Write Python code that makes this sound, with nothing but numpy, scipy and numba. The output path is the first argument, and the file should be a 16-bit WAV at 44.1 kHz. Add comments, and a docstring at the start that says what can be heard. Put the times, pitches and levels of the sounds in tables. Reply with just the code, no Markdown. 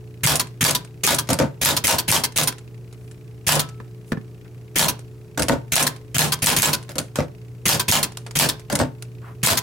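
"""Slow typing on a manual typewriter, heard close up in a small room, over a low hum and faint steady ticks.
From the start, letters rattle the key linkage, slap the platen and drop the typebar; the carriage clicks along.
The first space soon thumps the frame. Then come loose clicks, soft slides, a faint spring tone and light taps,
and the typing goes on to the end. Blows are shaped noise with clear ringing tones, the hum is sines over air
noise, the ticks are noise bursts. A limiter holds the loud blows down."""
import sys
import numpy as np
from scipy import signal
from scipy.fft import rfft, irfft, next_fast_len
from scipy.io import wavfile
from numba import njit

SR = 44100
rng = np.random.default_rng(int(sys.argv[2]) if len(sys.argv) > 2 else 0)


def store_wav(level_fs):
    """Save 16-bit WAV to argv[1]."""
    pcm = np.round(np.clip(np.atleast_2d(level_fs), -1, 1) * 32767)
    wavfile.write(sys.argv[1], SR, pcm.T.astype(np.int16))


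N = 424241  # length of the scene in samples


def typewriter():
    """The parts of the machine and the desk under it, each with its own weight and looseness, struck by their
    own contacts."""
    # colour of each part's noise, as (frequency [Hz], relative level [dB])
    key_colour = [(40, -7.5), (110, 11), (250, 0), (400, -4.5), (750, -7.5), (1400, -5), (2300, 1.5),
                  (4200, -5.5), (7000, -3.5), (11000, -4), (16000, -9.5)]
    strike_colour = [(40, -19.5), (90, 2), (150, 0), (250, 0.5), (380, -4.5), (650, 4.5), (1200, 2.5),
                     (2000, 0), (3100, 2.5), (6000, 0), (10000, -1), (16000, -10)]
    return_colour = [(40, -7), (90, 6), (300, 5), (700, -2.5), (1000, 6), (2000, 1.5), (4500, 5),
                     (8000, 1.5), (12000, 0), (16000, -5)]
    thump_colour = [(40, -18.5), (80, 3.5), (150, 0.5), (290, 2.5), (380, -9), (570, 4), (800, -6.5),
                    (1200, -10), (1500, -8.5), (2300, -18.5), (8000, -28), (16000, -43)]
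    click_colour = [(60, -13), (400, 1), (1200, 1), (3000, -0.5), (5800, -0.5), (7700, -1.5), (9500, 0.5),
                    (16000, -21)]
    tap_colour = [(50, -6), (110, 7), (190, 8), (330, -1.5), (600, -6), (1100, -1.5), (1700, -2.5),
                  (2500, -11), (5000, -18), (16000, -33)]
    # what each part rings with: (frequency [Hz], relative level [dB], time to fall 60 dB at length factor 1 [s])
    key_modes = [(2210, -39, 0.17), (2440, -30, 0.03), (3140, -11, 0.097), (5830, -16, 0.086),
                 (6540, -7.5, 0.13), (9360, -9.5, 0.1), (10800, -12.5, 0.039)]
    platen_modes = [(147.3, -18.5, 0.57), (699, -33.5, 0.13), (917, -17.5, 0.15), (1055, -24.5, 0.4),
                    (1490, -22.5, 0.31), (1690, -20, 0.19), (4870, -32, .1), (12800, -16, 0.074)]
    typebar_modes = [(991, -21, 0.14), (1560, -28.5, 0.2), (3230, -25.5, 0.13), (4330, -19, 0.031),
                     (5500, -22.5, 0.049), (9570, -15.5, 0.056), (11900, -20, 0.049), (12900, -42, 0.17)]
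    frame_modes = [(141, -8.5, 0.43), (284.6, -11.5, 0.16), (515, -12, 0.16), (578, -12, 0.087),
                   (902, -17, 0.28), (1480, -22, 0.14)]
    pawl_modes = [(5850, -21, .05)]
    desk_modes = [(184, -10, 0.09), (1740, -19.5, .04)]
    # fingers stir loose levers between strokes:
    # (time [s], level before the part's gain [dB], tilt [dB per octave], rattle length factor)
    loose_clicks = [(2.524, -32.5, -2, 0.53), (2.926, -45.5, -0.5, 0.97), (3.112, -44, -1, 1.0),
                    (4.119, -24.5, -6.5, 0.71), (8.171, -28.5, 0.5, 0.93), (8.264, -31.5, -3.5, 0.85),
                    (8.309, -34, -0.5, 0.76), (9.023, -32.5, 1.5, 0.52)]
    # light dry knocks on the desk, in the same columns
    desk_knocks = [(3.8, -37, -1.5, 0.83), (4.119, -23, 0, 1), (4.171, -29, -3.5, .8)]
    # how much the side differs from the middle: (frequency [Hz], side against mid [dB])
    side_spread = [(60, -6), (110, -21.5), (200, -8.5), (380, -6), (700, -12.5), (1300, -5), (2400, -4),
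                   (4400, -4), (8100, -4.5), (15000, -10)]

    keys = blows(contacts("key"), key_colour, key_modes,
                 gain_db=37.0, seat_s=0.0069, crack_t60=0.051,
                 hold_s=0.03, rattle_s=0.09, rattle_db=6, ring_t60=0.38, ring_db=-4,
                 bass_t60=0.12, bass_db=-20.5, modes_db=-9.0)
    slugs = blows(contacts("slug", "rebound"), strike_colour, platen_modes,
                  gain_db=40.5, seat_s=0.00058, crack_t60=0.025,
                  hold_s=0.028, rattle_s=0.13, rattle_db=5.0, ring_t60=0.23, ring_db=3.0,
                  bass_t60=0.3, bass_db=-6.5, modes_db=-0.5)
    bars = blows(contacts("landing"), return_colour, typebar_modes,
                 gain_db=30.5, seat_s=0.0026, crack_t60=0.073,
                 hold_s=0.019, rattle_s=0.055, rattle_db=2.5, ring_t60=0.16, ring_db=-10,
                 bass_t60=0.18, bass_db=-12, modes_db=5.0)
    thumps = contacts("touch", "stop", "jolt", "lift", "release", "bounce")
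    frame = blows(thumps, thump_colour, frame_modes,
                  gain_db=32, seat_s=0.0022, crack_t60=0.018,
                  hold_s=0.029, rattle_s=0.1, rattle_db=1.5, ring_t60=0.2, ring_db=-1.5,
                  bass_t60=0.15, bass_db=-10.5, modes_db=-2.5)
    clicks = contacts("guide", "step", "settle", "touch click", "stop click", "carriage", "catch")
    pawl = blows(clicks + loose_clicks, click_colour, pawl_modes,
                 gain_db=26.5, seat_s=0.0026, crack_t60=0.012,
                 hold_s=0.005, rattle_s=0.049, rattle_db=0, ring_t60=0.24, ring_db=-11,
                 bass_t60=0.25, bass_db=-13.5, modes_db=-22)
    desk = blows(desk_knocks, tap_colour, desk_modes,
                   gain_db=34.0, seat_s=0.0014, crack_t60=0.019,
                   hold_s=0.011, rattle_s=0.037, rattle_db=-4.5, ring_t60=0.05, ring_db=-3.5,
                   bass_t60=0.044, bass_db=-8, modes_db=1.5)
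    mid, side = keys + slugs + bars + frame + pawl + desk
    side = colour(side, side_spread)
    return np.array([mid + side, mid - side])


def contacts(*kinds):
    """All contacts of these kinds in the typing: (time [s], level [dB], tilt [dB/octave], length factor)."""
    # one letter each: (key pressed [s], slug hits [s], typebar lands [s], key level [dB],
    # slug level [dB], slug's rebound level [dB], escapement level [dB]); levels before the part's gain
    letters = [(0.233, 0.272, 0.395, -19.5, -11, -21, -13), (0.608, 0.649, 0.748, -19.5, -14.5, -24, -16),
               (1.034, 1.074, 1.184, -20.5, -12.5, -22, -17), (1.613, 1.657, 1.765, -21.5, -14, -20, -34),
               (1.839, 1.878, 1.983, -19, -15, -17, -34), (2.079, 2.123, 2.236, -20.5, -16.5, -22, -32),
               (2.359, 2.384, 2.473, -24, -17, -34, -17), (3.466, 3.490, 3.593, -21, -8, -13, -13),
               (4.756, 4.793, 4.882, -20.5, -13, -21, -30), (5.719, 5.764, 5.866, -20.5, -11.5, -20, -12),
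               (6.144, 6.191, 6.320, -23, -13, -20, -32), (6.420, 6.469, 6.563, -21.5, -13, -21, -25),
               (6.563, 6.629, 6.730, -17, -15, -23, -30), (7.654, 7.690, 7.795, -18, -13, -21, -32),
               (7.881, 7.922, 8.028, -19, -13.5, -20, -30), (8.353, 8.397, 8.487, -21, -14.5, -21, -28),
               (9.430, 9.471, 9.571, -19, -13.5, -21, -34)]
    # one space each: (bar pressed [s], reaches its stop after [s], back up after [s],
    # press level [dB], release level [dB]); levels before the part's gain
    spaces = [(1.289, 0.014, 0.11, -15.5, -10), (5.375, .019, 0.12, -17, -9), (6.891, .064, .295, -29, -16),
              (8.699, 0.027, 0.1, -19.5, -14)]
    # how each kind of contact sounds: name: (tilt [dB per octave], rattle length factor)
    contact_sound = {"key": (-0.4, 0.8), "guide": (5.5, 0.3), "slug": (0.1, 0.87), "rebound": (-0.3, 0.55),
                     "landing": (0.6, 0.78), "step": (5.2, 0.93), "settle": (-1.1, 0.835),
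                     "touch": (4.2, 0.814), "touch click": (-4.5, 0.9), "stop": (0.4, 0.9),
                     "stop click": (3.5, 0.9), "carriage": (2, 0.9), "jolt": (0, 1.0), "catch": (0.2, 0.85),
                     "lift": (4, 1.0), "release": (0.35, 0.85), "bounce": (-1, 0.74)}

    strokes = [letter(*row) for row in letters] + [space(*row) for row in spaces]
    events = []
    for stroke in strokes:
        for kind, s, db, loose in stroke:
            if kind in kinds:
                tilt, stretch = contact_sound[kind]
                events.append((s, db, tilt, loose * stretch))
    return events


def letter(s, hit, landed, key_db, slug_db, rebound_db, step_db):
    """The key drives the typebar, the slug hits and bounces, the carriage steps, the bar lands.

    Gives (contact, time [s], level [dB], looseness).
    """
    guide_lead_s, guide_db = 0.0085, -10  # the typebar ticks through its guide just before the paper
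    rebound_s = 0.031  # the slug bounces once on the platen
    step_lead_s = 0.04  # the falling typebar trips the escapement this long before it lands
    landing_db = -16  # it falls back by its spring, however hard the key was hit
    settle_s, settle_db = 0.198, -40  # the key lever clicks home this long after the slug's blow
    usual_flight_s, snap = 0.043, 0.4  # a quicker stroke rattles for less time, by this power
    flight_s = max(hit - s, 0.01)
    loose = (flight_s / usual_flight_s) ** snap
    return [("key", s, key_db, loose),
            ("guide", hit - guide_lead_s, guide_db, 1),
            ("slug", hit, slug_db, loose),
            ("rebound", hit + rebound_s, rebound_db, 1),
            ("step", landed - step_lead_s, step_db, 1),
            ("landing", landed, landing_db, 1),
            ("settle", hit + settle_s, settle_db, 1)]


def space(s, stop_s, up_s, press_db, release_db):
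    """The bar is touched, hits its stop, frees the carriage and springs back against the frame.

    Gives (contact, time [s], level [dB], looseness).
    """
    touch_db, touch_click_db = -6, -15  # the finger meets the bar: against the press level
    stop_click_db = -4  # the bar's linkage clicks at the stop: against the press level
    # the carriage steps and jolts the frame, always with the force of its own spring
    carriage_s, carriage_db, jolt_db = 0.027, -16, -27
    # the rising bar catches the pawl at this share of the stroke: against the release level
    catch_share, catch_db, lift_db = 0.9, -9.5, -13
    bounce_s, bounce_db = 0.035, -14  # the bar bounces once: against the release level
    down = s + stop_s
    freed = down + carriage_s
    caught = s + catch_share * up_s
    up = s + up_s
    return [("touch", s, press_db + touch_db, 1),
            ("touch click", s, press_db + touch_click_db, 1),
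            ("stop", down, press_db, 1),
            ("stop click", down, press_db + stop_click_db, 1),
            ("carriage", freed, carriage_db, 1),
            ("jolt", freed, jolt_db, 1),
            ("catch", caught, release_db + catch_db, 1),
            ("lift", caught, release_db + lift_db, 1),
            ("release", up, release_db, 1),
            ("bounce", up + bounce_s, release_db + bounce_db, 1)]


def blows(events, spectrum, modes, gain_db, seat_s, crack_t60, hold_s, rattle_s, rattle_db,
          ring_t60, ring_db, bass_t60, bass_db, modes_db):
    """Each blow is a crack, a rattle, a dense ring and a bass, with a few clear modes; rows are mid and side."""
    out = np.zeros((2, N + SR))
    size = 16384  # samples in one blow
    t = np.arange(size) / SR
    low = signal.butter(2, 420, fs=SR, output="sos")
    rise = 1 - np.exp(-t / seat_s)  # the parts have play and take a moment to seat
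    for s, db, tilt, stretch in events:
        age = t / max(stretch, 0.2)  # a looser part takes longer to settle
        crack = rng.standard_normal((2, size)) * rise * fade(t, crack_t60)
        crack = shade(crack, spread_db=1)
        chatter = [rattle(age, hold_s, rattle_s, clump_db=7.5, shade_db=5.5) for _ in range(2)]
        chatter = np.array(chatter) * rise
        ring = rng.standard_normal((2, size)) * rise * fade(age, ring_t60)
        # the low resonances start late
        late_rise = 1 - np.exp(-t / 0.035)
        bass = signal.sosfilt(low, rng.standard_normal((2, size))) * late_rise * fade(age, bass_t60)
        body = unit(crack) + undb(rattle_db) * unit(chatter)
        body = body + undb(ring_db) * unit(ring) + undb(bass_db) * unit(bass)
        body = shade(body, spread_db=1.5, count=220)  # each blow gets a slight random colour of its own
        sound = unit(colour(body, spectrum, tilt))
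        for hz, mode_db, t60 in modes:
            phase = rng.uniform(0, 2 * np.pi, (2, 1))
            detune = 1 + 0.0022 * rng.standard_normal()
            luck_db = 2.54 * rng.standard_normal()
            tone = np.sin(2 * np.pi * hz * detune * t + phase) * rise * fade(age, t60)
            sound = sound + undb(modes_db + mode_db + luck_db) * unit(tone)
        start = int(s * SR)
        out[:, start:start + size] += undb(db + gain_db) * sound
    return out[:, :N]


def rattle(t, hold_s, t60, clump_db, shade_db, count=3):
    """Several loose parts chatter in clumps of tiny contacts while driven, then come to rest."""
    out = 0
    for _ in range(count):
        knots = np.arange(0, t[-1], 0.004)  # clumps change every 4 ms of the given time
        clumps = undb(clump_db * np.interp(t, knots, rng.standard_normal(len(knots))))
        happens = rng.random(len(t)) < 1500 / SR  # about 1500 contacts a second
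        touches = happens * rng.standard_normal(len(t))
        rest = fade(np.maximum(t - hold_s, 0), t60)
        out = out + shade(touches * clumps * rest, shade_db)
    return unit(out)


def shade(x, spread_db, count=40):
    """A random smooth colour, drawn anew on each call."""
    size = x.shape[-1]
    padded = size + 2048
    hz = np.fft.rfftfreq(padded, 1 / SR)
    knots = np.linspace(0, np.sqrt(SR / 2), count)  # closer together in the bass
    db = np.interp(np.sqrt(hz), knots, spread_db * rng.standard_normal(count))
    return irfft(rfft(x, padded) * undb(db))[..., :size]


def slides():
    """Soft friction: bands of noise that swell and die away."""
    # carriage and paper slide faintly: (time [s], length [s], centre frequency [Hz], level before swell [dB])
    slide_rows = [(2.932, 0.26, 10000, -64), (4.053, .09, 10000, -55), (4.445, 0.032, 1700, -54.5),
                  (9.209, 0.14, 1190, -44.5)]
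    out = np.zeros((2, N))
    for s, length, hz, db in slide_rows:
        size, start = int(length * SR), int(s * SR)
        rub = colour(stereo_noise(size, 0.57), [(hz / 4, -16), (hz, 0), (hz * 4, -32)])
        swell = np.sqrt(np.hanning(size))
        rub = undb(db) * rub / rub.std() * swell
        out[:, start:start + size] += rub[:, :N - start]
    return out


def spring(s, hz, db, t60):
    """A spring left singing faintly by one hard stroke: a single fading sine."""
    t = np.maximum(np.arange(N) / SR - s, 0)
    return undb(db) * np.sin(2 * np.pi * hz * t) * fade(t, t60)


def room(x, t60, wet_db):
    """Desk and near walls answer with a short diffuse tail of fading noise."""
    t = np.arange(SR // 2) / SR
    tail = stereo_noise(len(t), 0.98) * fade(t, t60) * (1 - np.exp(-t / 0.002))
    tail = unit(colour(tail, [(100, 9), (1000, 12.0), (5000, 3.5), (16000, -21)]))
    return x + undb(wet_db) * signal.fftconvolve(x, tail, axes=1)[:, :N]


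def hum(air_db, waver):
    """An appliance drones with slightly wavering tones over a low rush of air."""
    # mains hum and motor tones: (frequency [Hz], average level [dB])
    hum_tones = [(120, -39.5), (178, -56.5), (240, -64.5), (296, -60.5), (360, -55.5), (431, -52.5)]
    # colour of the air noise: (frequency [Hz], relative level [dB])
    air_colour = [(15, -62), (25, -25), (64, -8.5), (97, -9), (123, -5), (217, -17.5), (384, -19.5),
                  (427, -16.5), (489, -23), (887, -33), (1890, -39.5), (2760, -43), (2990, -44),
                  (5880, -44), (16000, -48.5)]
    t = np.arange(N) / SR
    air = colour(stereo_noise(N, 0.4), air_colour)
    out = undb(air_db) * air / air.std()
    knots = np.linspace(0, t[-1], num=70)
    for hz, db in hum_tones:
        swell = np.interp(t, knots, waver * rng.standard_normal(len(knots)))
        drift = np.interp(t, knots, waver * rng.standard_normal(len(knots)))  # phase [rad]
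        phase = drift + rng.uniform(0, 2 * np.pi)
        out = out + np.sqrt(2) * undb(db) * (1 + swell) * np.sin(2 * np.pi * hz * t + phase)
    return out


def ticking(level_db, weak_db, first_s=0.0077):
    """A tiny mechanism close by ticks steadily with short noise bursts, strong and weak in turn."""
    tick_hz = 29.97  # ticks per second
    turns = (np.arange(N) / SR - first_s) * tick_hz
    index = np.floor(turns).astype(int)
    luck_db = 2 * rng.standard_normal(index.max() + 2)[index]
    beat_db = weak_db * (index % 2) + luck_db
    since_tick_s = turns % 1 / tick_hz
    ticks = stereo_noise(N, 1.0) * fade(since_tick_s, 0.044) * undb(beat_db)
    ticks = colour(ticks, [(1200, -16), (2000, -6), (2600, -2.5), (3300, -12), (5000, -15), (10000, -25)])
    return undb(level_db) * ticks / ticks.std()


def undb(db):
    """Turn decibels into a plain factor."""
    return 10 ** (np.asarray(db) / 20)


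def unit(x):
    """Scale to an energy of one."""
    return x / np.sqrt(np.sum(x ** 2) + 1e-18)


def fade(t, t60):
    """Exponential decay that falls by 60 dB in the time t60."""
    return np.exp(-np.log(1000) * t / t60)


def stereo_noise(size, width):
    """Noise common to both sides plus a share that differs."""
    mid, side = rng.standard_normal((2, size))
    return np.array([mid + width * side, mid - width * side])


def colour(x, points, tilt=0):
    """Filter through (Hz, dB) points, tilted about 2 kHz, that never sounds before its input."""
    size = 2 * next_fast_len(x.shape[-1] // 2 + 2048)
    octave = np.log2(np.fft.rfftfreq(size, 1 / SR).clip(20) / 2000)
    hz, db = np.transpose(points)
    curve = np.interp(octave, np.log2(hz / 2000), db)
    curve = curve + tilt * np.maximum(octave, -3)  # the tilt stops growing below 250 Hz
    # folding the cepstrum (the spectrum of the log curve) forward in time gives minimum phase
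    cepstrum = irfft(np.log(undb(curve)))
    cepstrum[1:size // 2] *= 2
    cepstrum[size // 2 + 1:] = 0
    return irfft(rfft(x, size) * np.exp(rfft(cepstrum)))[..., :x.shape[-1]]


@njit
def follow(x, attack, release):
    """Envelope that rises fast and falls slowly."""
    out, level = np.empty(len(x)), 0.
    for i in range(len(x)):
        level += (x[i] - level) * (attack if x[i] > level else release)
        out[i] = level
    return out


def limit(x, ceiling_db, attack_s, release_s):
    """Loud blows pull the gain down; it recovers as they ring out."""
    attack = 1 - np.exp(-1 / (attack_s * SR))
    release = 1 - np.exp(-1 / (release_s * SR))
    envelope = follow(np.abs(x).max(axis=0), attack, release)
    return x / np.maximum(1, envelope / undb(ceiling_db))


def scene():
    """The machine with its room tail, over the hum and the ticking."""
    machine = typewriter() + slides() + spring(s=3.62, hz=1310, db=-39, t60=0.47)
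    in_room = room(machine, t60=0.27, wet_db=-17.0)
    return in_room + hum(air_db=-45.5, waver=0.2) + ticking(level_db=-62, weak_db=-3)


def record(dry):
    """Limiter, soft overload and a steep top cut."""
    top_hz = 15900
    limited = limit(dry, ceiling_db=-8.0, attack_s=0.00019, release_s=0.013)
    held = np.tanh(limited)
    top_cut = signal.ellip(10, 0.2, 80, top_hz, fs=SR, output="sos")
    return signal.sosfilt(top_cut, held)


dry = scene()
out = record(dry)
store_wav(out)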